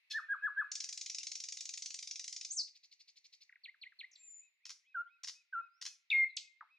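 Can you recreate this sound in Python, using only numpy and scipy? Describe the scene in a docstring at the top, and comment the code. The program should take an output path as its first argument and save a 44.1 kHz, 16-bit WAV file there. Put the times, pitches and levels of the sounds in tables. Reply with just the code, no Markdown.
"""A songbird sings close by in a thicket, over a faint hiss and the calls of a far bird. It opens with four
fluted notes, the first with a grating edge, and runs into a long dry rattle. A slur, soft buzzes, pips
and chips lead to a thin high whistle; three crackles alternate with two low whistles; a loud whistle,
a snap and a soft chuck end the song. Each syllable is a sweeping tone from the syrinx or a burst of
pulses ringing in the throat, scattered by ground and foliage."""
import sys
import numpy as np
from scipy import signal
from scipy.fft import rfft, irfft, next_fast_len
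from scipy.io import wavfile
from scipy.ndimage import uniform_filter1d

SR = 44100
rng = np.random.default_rng(int(sys.argv[2]) if len(sys.argv) > 2 else 0)


def unload_audio(sound):
    """Save the sound as a 16-bit wav file, at the path given as the first command line argument."""
    columns = np.transpose(np.atleast_2d(sound))
    # keep every value between -1 and 1, then stretch to whole-number steps
    steps = np.round(np.clip(columns, -1, 1) * 32767)
    wavfile.write(sys.argv[1], SR, steps.astype(np.int16))


N = 299306


def from_db(db):
    return 10 ** (np.asarray(db) / 20)


def fader(points):
    """Gain over the whole scene, through points of (seconds, dB)."""
    return from_db(np.interp(np.arange(N) / SR, *np.transpose(points)))


def add(track, start_s, sound):
    """Mix a sound into a track."""
    at = max(0, round(start_s * SR))
    track[at:at + len(sound)] += sound[:max(0, N - at)]


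def coloured(x, spectrum):
    """Filter by a curve of (Hz, dB) points, in minimum phase so that nothing sounds early."""
    size = next_fast_len(x.shape[-1] + 4096, True)
    size += size % 2
    hz = np.maximum(np.arange(size // 2 + 1) * SR / size, 1)
    knots_hz, level_db = np.transpose(spectrum)
    gain = from_db(np.interp(np.log(hz), np.log(knots_hz), level_db))
    cepstrum = irfft(np.log(gain))
    cepstrum[1:size // 2] *= 2
    cepstrum[size // 2 + 1:] = 0
    return irfft(rfft(x, size) * np.exp(rfft(cepstrum)))[..., :x.shape[-1]]


def low_cut(x, low_hz):
    """A steep high-pass removes the bass from the song."""
    return signal.sosfilt(signal.butter(6, low_hz, "high", fs=SR, output="sos"), x)


def waver(t, step_s):
    """Random wander with a new value every step."""
    knots = np.arange(0, t[-1] + 2 * step_s, step_s)
    return np.interp(t, knots, rng.standard_normal(len(knots)))


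def placed(x, pan_db, lead_samples):
    """Direction: the left side is louder by the pan and earlier by the lead."""
    left = signal.fftconvolve(x, np.sinc(np.arange(-16, 17) + lead_samples) * np.hanning(33), "same")
    return np.array([left * from_db(pan_db / 2), x * from_db(-pan_db / 2)])


def gesture(shape, ratio, rough, drift):
    """Pitch, phase and loudness of one syllable; the pitch drifts, and a rough syrinx makes it flutter."""
    times, hz, level_db = np.transpose(shape)
    times = np.maximum.accumulate(times)
    t = np.arange(int(times[-1] * SR) + 2) / SR
    pitch = uniform_filter1d(np.interp(t, times, hz), size=40) * ratio
    pitch *= 1 + drift * waver(t, .015) + rough * waver(t, .00049)
    fade_s = .013 * np.sqrt(t[-1])
    edges = np.sin(np.pi / 2 * np.clip(np.minimum(t, t[-1] - t) / fade_s, 0, 1)) ** 2
    loudness = np.sqrt(2) * edges * from_db(np.interp(t, times, level_db))
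    return pitch, 2 * np.pi * np.cumsum(pitch) / SR, loudness


# The clear singing voice. Each row: multiple of the pitch, level in dB.
PURE_VOICE = [(1, 0.5), (2, -34), (3, -49.5), (4, -57), (5, -52)]

def sing(shape, events, rough, drift=.0047, partials=PURE_VOICE, overtone_db=0, blur=.42):
    """A nearly pure tone follows the gesture at every event; its faint overtones are unsteady."""
    out = np.zeros(N)
    (main, main_db), *overtones = partials
    for start, level_db, *ratio in events:   # the pitch ratio is optional
        pitch, phase, loudness = gesture(shape, ratio[0] if ratio else 1, rough, drift)
        t = np.arange(len(phase)) / SR
        tone = from_db(main_db) * np.sin(main * phase)
        for k, db in overtones:
            unsteady = blur * waver(t, .00058)
            tone += from_db(db + overtone_db) * np.sin(k * phase + unsteady) * (k * pitch < SR / 2)
        add(out, start, from_db(level_db) * loudness * tone)
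    return out


def rasp(shape, events, throat, rough, drift, air):
    """The syrinx slaps shut once a cycle, 1% under the shape's pitch; pulses and air ring in the throat."""
    out = np.zeros(N)
    for start, level_db in events:
        pitch, phase, loudness = gesture(shape, .99, rough, drift)
        pulses = sum(np.cos(k * phase) * (k * pitch < SR / 2) for k in range(1, 25))
        puffs = rng.standard_normal(len(phase)) * (1 + np.cos(phase))
        add(out, start, from_db(level_db) * loudness * (pulses / pulses.std() + air * puffs))
    return coloured(out, throat)


def train(count, start_s, period_s, slowing_s, ramp_db):
    """Starts and levels of a repeated syllable, every gap a little longer than the last."""
    k = np.arange(count)
    starts = start_s + period_s * k + slowing_s * k * (k - 1) / 2
    return np.column_stack([starts, np.linspace(*ramp_db, count)])


# Tone of the background bed. 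Each row: frequency in Hz, level in dB.
CHORUS_SPECTRUM = [(100, -30.5), (400, -29), (900, -20), (1500, -19.5), (2100, 0), (2600, -1.5),
                   (3100, -13), (4100, -10.5), (5200, -21), (8000, -32.5), (14000, -29.5)]
# Its fader ride. Each row: time in seconds, level in dB.
CHORUS_RIDE = [(0, -80.5), (0.698, -78), (2.501, -87), (3.4, -86), (4.2, -79), (4.601, -87.5),
               (5.198, -87.5), (5.998, -88), (6.79, -85.5)]

def chorus(side_db):
    """Far birds and leaves blur into a faint, wide hiss."""
    mid, side = coloured(rng.standard_normal((2, N)), CHORUS_SPECTRUM)
    return fader(CHORUS_RIDE) * (mid + from_db(side_db) * side * [[1], [-1]]) / mid.std()


# One far call. Each row: time in seconds, pitch of the silent fundamental in Hz, level in dB.
FAR_CALL_SHAPE = [(0, 920, -15), (.03, 1130, -12), (.04, 1250, -3), (.07, 1290, 0), (.1, 1255, -1),
                  (.113, 1180, -16)]
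# Its voice, strongest an octave up. Each row: multiple of the pitch, level in dB.
FAR_VOICE = [(2, 1.5), (3, -19), (4, -28)]

def far_bird():
    """Two bouts of faint arched calls, each slowing as it goes."""
    early = train(6, start_s=.152, period_s=.2, slowing_s=.016, ramp_db=(-73, -75))
    late = train(11, start_s=4.167, period_s=.213, slowing_s=.0083, ramp_db=(-73, -70.5))
    return sing(FAR_CALL_SHAPE, [*early, *late], rough=.0012, drift=.0081, partials=FAR_VOICE)


def scatter(spectrum, t60_s, rise_s, alike):
    """A swelling, then dying cloud of small reflections, partly alike at both ears."""
    t = np.arange(SR // 2) / SR
    common, own = rng.standard_normal(len(t)), rng.standard_normal((2, len(t)))
    cloud = np.sqrt(alike) * common + np.sqrt(1 - alike) * own
    fade = from_db(-60 * t / t60_s) * (1 - np.exp(-t / rise_s))
    return coloured(cloud * fade / np.linalg.norm(fade), spectrum)


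# Reverb colour of near twigs, the wood around and far trees. Each row: frequency in Hz, level in dB.
TWIG_SPECTRUM = [(600, -27.5), (1600, -18), (2500, -9), (4500, -3.5), (7000, -2.5), (13000, -6)]
WOOD_SPECTRUM = [(600, -21.5), (1600, -12), (2300, -14.5), (4500, -10.5), (7000, -6.5), (13000, -5.5)]
FAR_TREE_SPECTRUM = [(600, -36), (1500, -29), (2200, -26.5), (4000, -28), (7000, -46), (13000, -58.5)]
# Early echoes off ground and branches. Each row: delay in milliseconds, level in dB.
ECHOES = [(3.1, -14), (5.7, -12.5), (12.6, -14), (19.5, -27), (36, -35.5)]
# Reverb send: the turning bird sings more or less into the foliage. Each row: time in seconds, send in dB.
FOLIAGE_SEND = [(0, 0.5), (2.55, 1.5), (2.75, -6), (4.099, -5), (4.602, -1.5), (6.4, 0)]

def thicket(x):
    """Direct sound, a few distinct echoes, quick scatter from twigs, the tail of the wood and far trees."""
    response = (scatter(TWIG_SPECTRUM, t60_s=.18, rise_s=.0008, alike=.55)
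                + scatter(WOOD_SPECTRUM, t60_s=.24, rise_s=.037, alike=.71)
                + scatter(FAR_TREE_SPECTRUM, t60_s=.7, rise_s=.27, alike=.18))
    for k, (delay_ms, echo_db) in enumerate(ECHOES):
        at = round(delay_ms * SR / 1000)
        response[k % 2, at] += from_db(echo_db)          # echoes come from alternate sides,
        response[1 - k % 2, at + 2] += from_db(echo_db)  # so one ear hears each a little later
    return x + signal.fftconvolve(x * fader(FOLIAGE_SEND), response, axes=1)[:, :N]


# A buzz's pulses and the tone above them. Each row: time in seconds, pitch in Hz, level in dB.
BUZZ_PULSES = [(0, 561.4, -10), (.007, 687, 5), (.018, 743.2, 11.5), (.028, 1080, 0), (.035, 1396, -8.5)]
BUZZ_GLIDE = [(0, 3767, -9), (.008, 4566, -3), (.016, 4728, -9.5), (.021, 3988, -4), (.028, 5700, 2),
              (.034, 7580, -15)]
# Throat resonance on a buzz. Each row: frequency in Hz, gain in dB.
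BUZZ_THROAT = [(1200, -63), (1700, -26.5), (2300, -10), (3100, -12.5), (4400, -1), (5600, -10), (7500, -21),
               (10000, -34), (12000, -36.5), (13500, -27), (15000, -44)]

def buzzes():
    """A slowly swelling row of soft rising buzzes, each a breathy rasp under a gliding tone."""
    row = train(12, start_s=2.5038, period_s=.0808, slowing_s=.00023, ramp_db=(-65, -63))
    bursts = rasp(BUZZ_PULSES, row, BUZZ_THROAT, rough=.0035, drift=.042, air=.9)
    return bursts + from_db(-1) * sing(BUZZ_GLIDE, row, rough=.016, drift=.035)


# A pip, a chip and the chip's hook. Each row: time in seconds, pitch in Hz, level in dB.
PIP_SHAPE = [(0, 2600, -4.5), (.003, 2020, 1.5), (.008, 1600, -11.5), (.016, 1300, -28.5)]
CHIP_SHAPE = [(0, 4610, -11), (.013, 4123, -1.5), (.019, 3300, -6), (.027, 2286, 2.5), (.035, 1887, -22)]
HOOK_SHAPE = [(0, 1798, -16.5), (.017, 2085, -0.5), (.024, 2250, -8)]
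# Their cues. Each row: start in seconds, level in dB, pitch ratio.
PIP_CUES = [(3.493, -56.5, 0.98), (3.524, -56, 1.0), (3.556, -57, 1.0), (3.742, -63, 0.85),
            (3.920, -61, 0.88)]
CHIP_CUES = [(3.635, -49, 1), (3.813, -49, 0.99), (3.988, -47, 0.98)]

def chips(hook_after_s=.041):
    """Small pips, and falling chips that each end in a rising hook."""
    hooks = [(start + hook_after_s, db, ratio) for start, db, ratio in CHIP_CUES]
    return (sing(PIP_SHAPE, PIP_CUES, rough=.0055) + sing(CHIP_SHAPE, CHIP_CUES, rough=.0049)
            + sing(HOOK_SHAPE, hooks, rough=.0061))


def glide(length_s, from_hz, to_hz, bend, edge_db=-16.5):
    """Shape of a quick note: one glide that swells and fades; a bend below 1 moves early."""
    u = np.linspace(0, 1, 21)
    hz = from_hz * (to_hz / from_hz) ** (u ** bend)
    return np.column_stack([u * length_s, hz, edge_db * (2 * u - 1) ** 2])


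# One-shot glides. Each row: start in seconds, level in dB, length in seconds, first and last pitch in Hz,
# bend, roughness from 0 to 1.
SWEEP_CUES = [(0.107, -45, 0.017, 5597, 3223, 1.16, 0.11), (1.199, -57.5, 0.024, 2853, 2590, 0.83, 0.08),
              (1.578, -55.5, 0.026, 3990, 3500, 0.75, .005), (4.113, -63.5, 0.0098, 8200, 5780, 0.48, 0.06),
              (4.125, -63.5, 0.022, 6880, 5420, 0.53, 0.08), (4.154, -56, .012, 5580, 3160, 0.84, .007),
              (4.847, -81, 0.036, 2810, 3650, .9, 0.03), (5.058, -82, 0.04, 2770, 3780, 1.1, 0.02),
              (5.697, -84.5, 0.11, 4720, 6090, 1.3, .004), (6.101, -32.5, 0.0075, 3424, 3590, 0.93, 0.06),
              (6.105, -41.5, 0.014, 2065, 2804, 0.92, 0.02), (6.252, -41, .015, 2052, 2310, 1.3, 0),
              (6.288, -68, 0.039, 4220, 3930, 0.62, 0.03), (6.365, -36, .013, 9060, 1996, 1.044, 0.01),
              (6.607, -46.5, 0.0096, 2010, 884, 1.17, 0.07), (6.619, -58, 0.016, 1526, 686, 0.96, 0.09)]

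def sweeps():
    """Single quick gliding tones: twitters, flicks, the snap, the chuck and faint far chirps."""
    return sum(sing(glide(*form), [(start, db)], rough) for start, db, *form, rough in SWEEP_CUES)


# The slur's arch. Each row: time in seconds, pitch in Hz, level in dB.
SLUR_SHAPE = [(0, 5504, -13.5), (.012, 6620, -2), (.032, 8500, -13), (.048, 8970, -23.5), (.07, 6450, -3),
              (.1, 4664, 4.5), (.119, 3900, -14)]
# Its cue: start in seconds, level in dB, pitch ratio.
SLUR_CUES = [(2.500, -38.5, 0.99)]

def slur():
    """One high tone sweeps up, thins out at the top and comes down louder."""
    return sing(SLUR_SHAPE, SLUR_CUES, rough=.016, overtone_db=-18.5)


# One crack. Each row: time in seconds, pitch in Hz, level in dB.
CRACK_PULSES = [(0, 1200, -9), (.0015, 1150, -1), (.0035, 1050, -1), (.006, 950, -5), (.009, 850, -15)]
# Throat resonance on a crack. Each row: frequency in Hz, gain in dB.
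CRACK_THROAT = [(600, -38.5), (950, -17), (1600, -7), (2400, -6), (3500, -2), (4500, 1), (5500, 7),
                (6700, -1.5), (8000, -15), (10500, -20), (12500, -34.5), (14000, -41)]
# The crackles. Each row: start in seconds, level in dB.
CRACKLE_CUES = [(4.6529, -48.5), (5.233, -43.5), (5.8124, -42.5)]
# The cracks within one. Each row: offset in seconds, accent in dB.
CRACKLE_FIGURE = [(0, -1.5), (.01, -0.9), (.039, -0.3), (.049, 1.9), (.06, -4)]

def crackles():
    """Every crackle is the same figure of short airy pulse bursts: two cracks, then three."""
    cracks = [(start + offset_s, db + accent_db)
              for start, db in CRACKLE_CUES for offset_s, accent_db in CRACKLE_FIGURE]
    return rasp(CRACK_PULSES, cracks, CRACK_THROAT, rough=.06, drift=.08, air=1)


def held(length_s, from_hz, held_hz, settle_s, sag_hz_per_s, wobble_hz, attack_s, release_s):
    """Shape of a whistle: the pitch drops onto a note, sags and wobbles; attack, hold, release."""
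    wobbles_per_s, edge_db = 19, -22.5
    t = np.linspace(0, length_s, 100)
    drop = (from_hz - held_hz) * np.exp(-(t / settle_s) ** 2)
    wobble = wobble_hz * np.sin(2 * np.pi * wobbles_per_s * t)
    closed = np.clip(np.maximum(1 - t / attack_s, 1 - (length_s - t) / release_s), 0, 1)
    return np.column_stack([t, held_hz + drop - sag_hz_per_s * t + wobble, edge_db * closed ** 2])


# The whistles. Each row: start in seconds, level in dB, length in seconds, first and held pitch in Hz,
# settling time in seconds, sag in Hz per second, wobble depth in Hz, attack and release in seconds,
# roughness from 0 to 1, overtone trim in dB, leftward pan in dB.
WHISTLE_CUES = [(4.151, -57.5, 0.29, 7590, 7385, 0.032, 1420, 25.5, 0.15, 0.051, 0, -11, 3),
                (4.942, -39.5, 0.09, 1583, 1390, .019, 50.2, 23.5, .015, 0.019, 0, -6, -0.7),
                (5.524, -40, .092, 1573, 1369, 0.021, 101.7, 22, 0.014, 0.016, 0.01, -4, -0.8),
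                (6.111, -30.7, 0.14, 2777, 2171, .013, 521, -0.5, 0.0053, .008, 0, -6.5, 2.5)]

def whistles():
    """Long held notes, each sent in its own direction."""
    out = np.zeros((2, N))
    for start, db, *form, rough, overtone_db, pan_db in WHISTLE_CUES:
        note = sing(held(*form), [(start, db)], rough, drift=.0049, overtone_db=overtone_db)
        out += placed(note, pan_db, lead_samples=.064)
    return out


# The grating edge. Each row: time in seconds, pitch in Hz, level in dB.
GRATE_PULSES = [(0, 885, -30), (.009, 875, -7), (.02, 868, 0), (.03, 862, -3), (.038, 855, -16)]
# Throat resonance on it. Each row: frequency in Hz, gain in dB.
GRATE_THROAT = [(900, -43.5), (1700, -14), (2550, -6.5), (3500, 0), (5100, -4.5), (6200, -8.5), (8000, -24),
                (13000, -34.5)]
# Its cue: start in seconds, level in dB.
GRATE_CUES = [(.098, -40)]

def grate():
    """A short rasp of nearly steady pulses leads into the first fluted note."""
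    return rasp(GRATE_PULSES, GRATE_CUES, GRATE_THROAT, rough=.008, drift=.003, air=.5)


# One fluted note. Each row: time in seconds, pitch in Hz, level in dB.
FLUTE_SHAPE = [(0, 1605, -20), (.02, 1630, -3), (.042, 1700, .5), (.049, 1590, -3), (.061, 1260, -10),
               (.073, 1040, -20)]
# Its round voice. Each row: multiple of the pitch, level in dB.
FLUTE_VOICE = [(1, 1), (2, -41), (3, -60), (5, -55.5), (6, -53.5)]
# The opening phrase. Each row: start in seconds, level in dB, pitch ratio.
FLUTE_CUES = [(.132, -34.5, 1.06), (.284, -33.5, 1), (.420, -32.5, 1), (.560, -32.5, 1)]

def fluted_notes():
    """Four almost pure tones, each lifting slightly and then falling away."""
    return sing(FLUTE_SHAPE, FLUTE_CUES, rough=.00099, drift=.017, partials=FLUTE_VOICE, blur=.4)


# A tick's pulses and its diving tone. Each row: time in seconds, pitch in Hz, level in dB.
TICK_PULSES = [(0, 1497, -11.5), (.001, 1406, -10.5), (.0028, 1247, -5), (.004, 1112, -7.5),
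               (.006, 950, -8.5), (.008, 854, -26.5)]
TICK_GLIDE = [(0, 8120, -27), (.0015, 7057, -8), (.003, 5798, -2), (.0043, 4700, -12), (.006, 3027, -22.5)]
# Throat resonance on a tick. Each row: frequency in Hz, gain in dB.
TICK_THROAT = [(700, -41.5), (1000, -31), (1400, -25.5), (2200, -5), (3200, -4.5), (4400, 1), (5700, 7),
               (6800, 1.5), (8000, -11.5), (10500, -22), (12000, -44.5), (14000, -43.5)]
# The rattle's tempo, quickening and then easing. Each row: pair number, seconds to the next pair.
RATTLE_TEMPO = [(0, .08644), (12, .08354), (19, .08472)]

def rattle(start_s=.7154, pairs=21, second_after_s=.037):
    """Slowly fading pairs of ticks, the first of each pair weaker; a tick is a pulse burst and a glide."""
    gaps = np.interp(np.arange(pairs - 1), *np.transpose(RATTLE_TEMPO))
    starts = start_s + np.append(0, np.cumsum(gaps))
    first_db, second_db = np.linspace(-34, -37.5, pairs), np.linspace(-33.5, -35, pairs)
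    ticks = [*zip(starts, first_db), *zip(starts + second_after_s, second_db)]
    bursts = rasp(TICK_PULSES, ticks, TICK_THROAT, rough=.041, drift=.05, air=.65)
    glides = sing(TICK_GLIDE, ticks, rough=.03, drift=.07)
    return from_db(-.59) * bursts + from_db(-5) * glides


def scene():
    """The phrases of the song and the far calls, through the thicket, over the chorus."""
    calls = from_db(-.7) * fluted_notes() + from_db(3) * grate() + slur() + crackles() + sweeps()
    song = (placed(calls + far_bird(), pan_db=.96, lead_samples=.57)
            + placed(rattle(), pan_db=.74, lead_samples=.69)
            + placed(buzzes() + chips(), pan_db=.8, lead_samples=2.2)
            + whistles())
    return thicket(low_cut(song, low_hz=794)) + chorus(side_db=1)


def record(dry, cutoff_hz=14200):
    """The top is cut steeply."""
    return signal.sosfilt(signal.ellip(10, .1, 70, cutoff_hz, fs=SR, output="sos"), dry)


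dry = scene()
out = record(dry)
unload_audio(out)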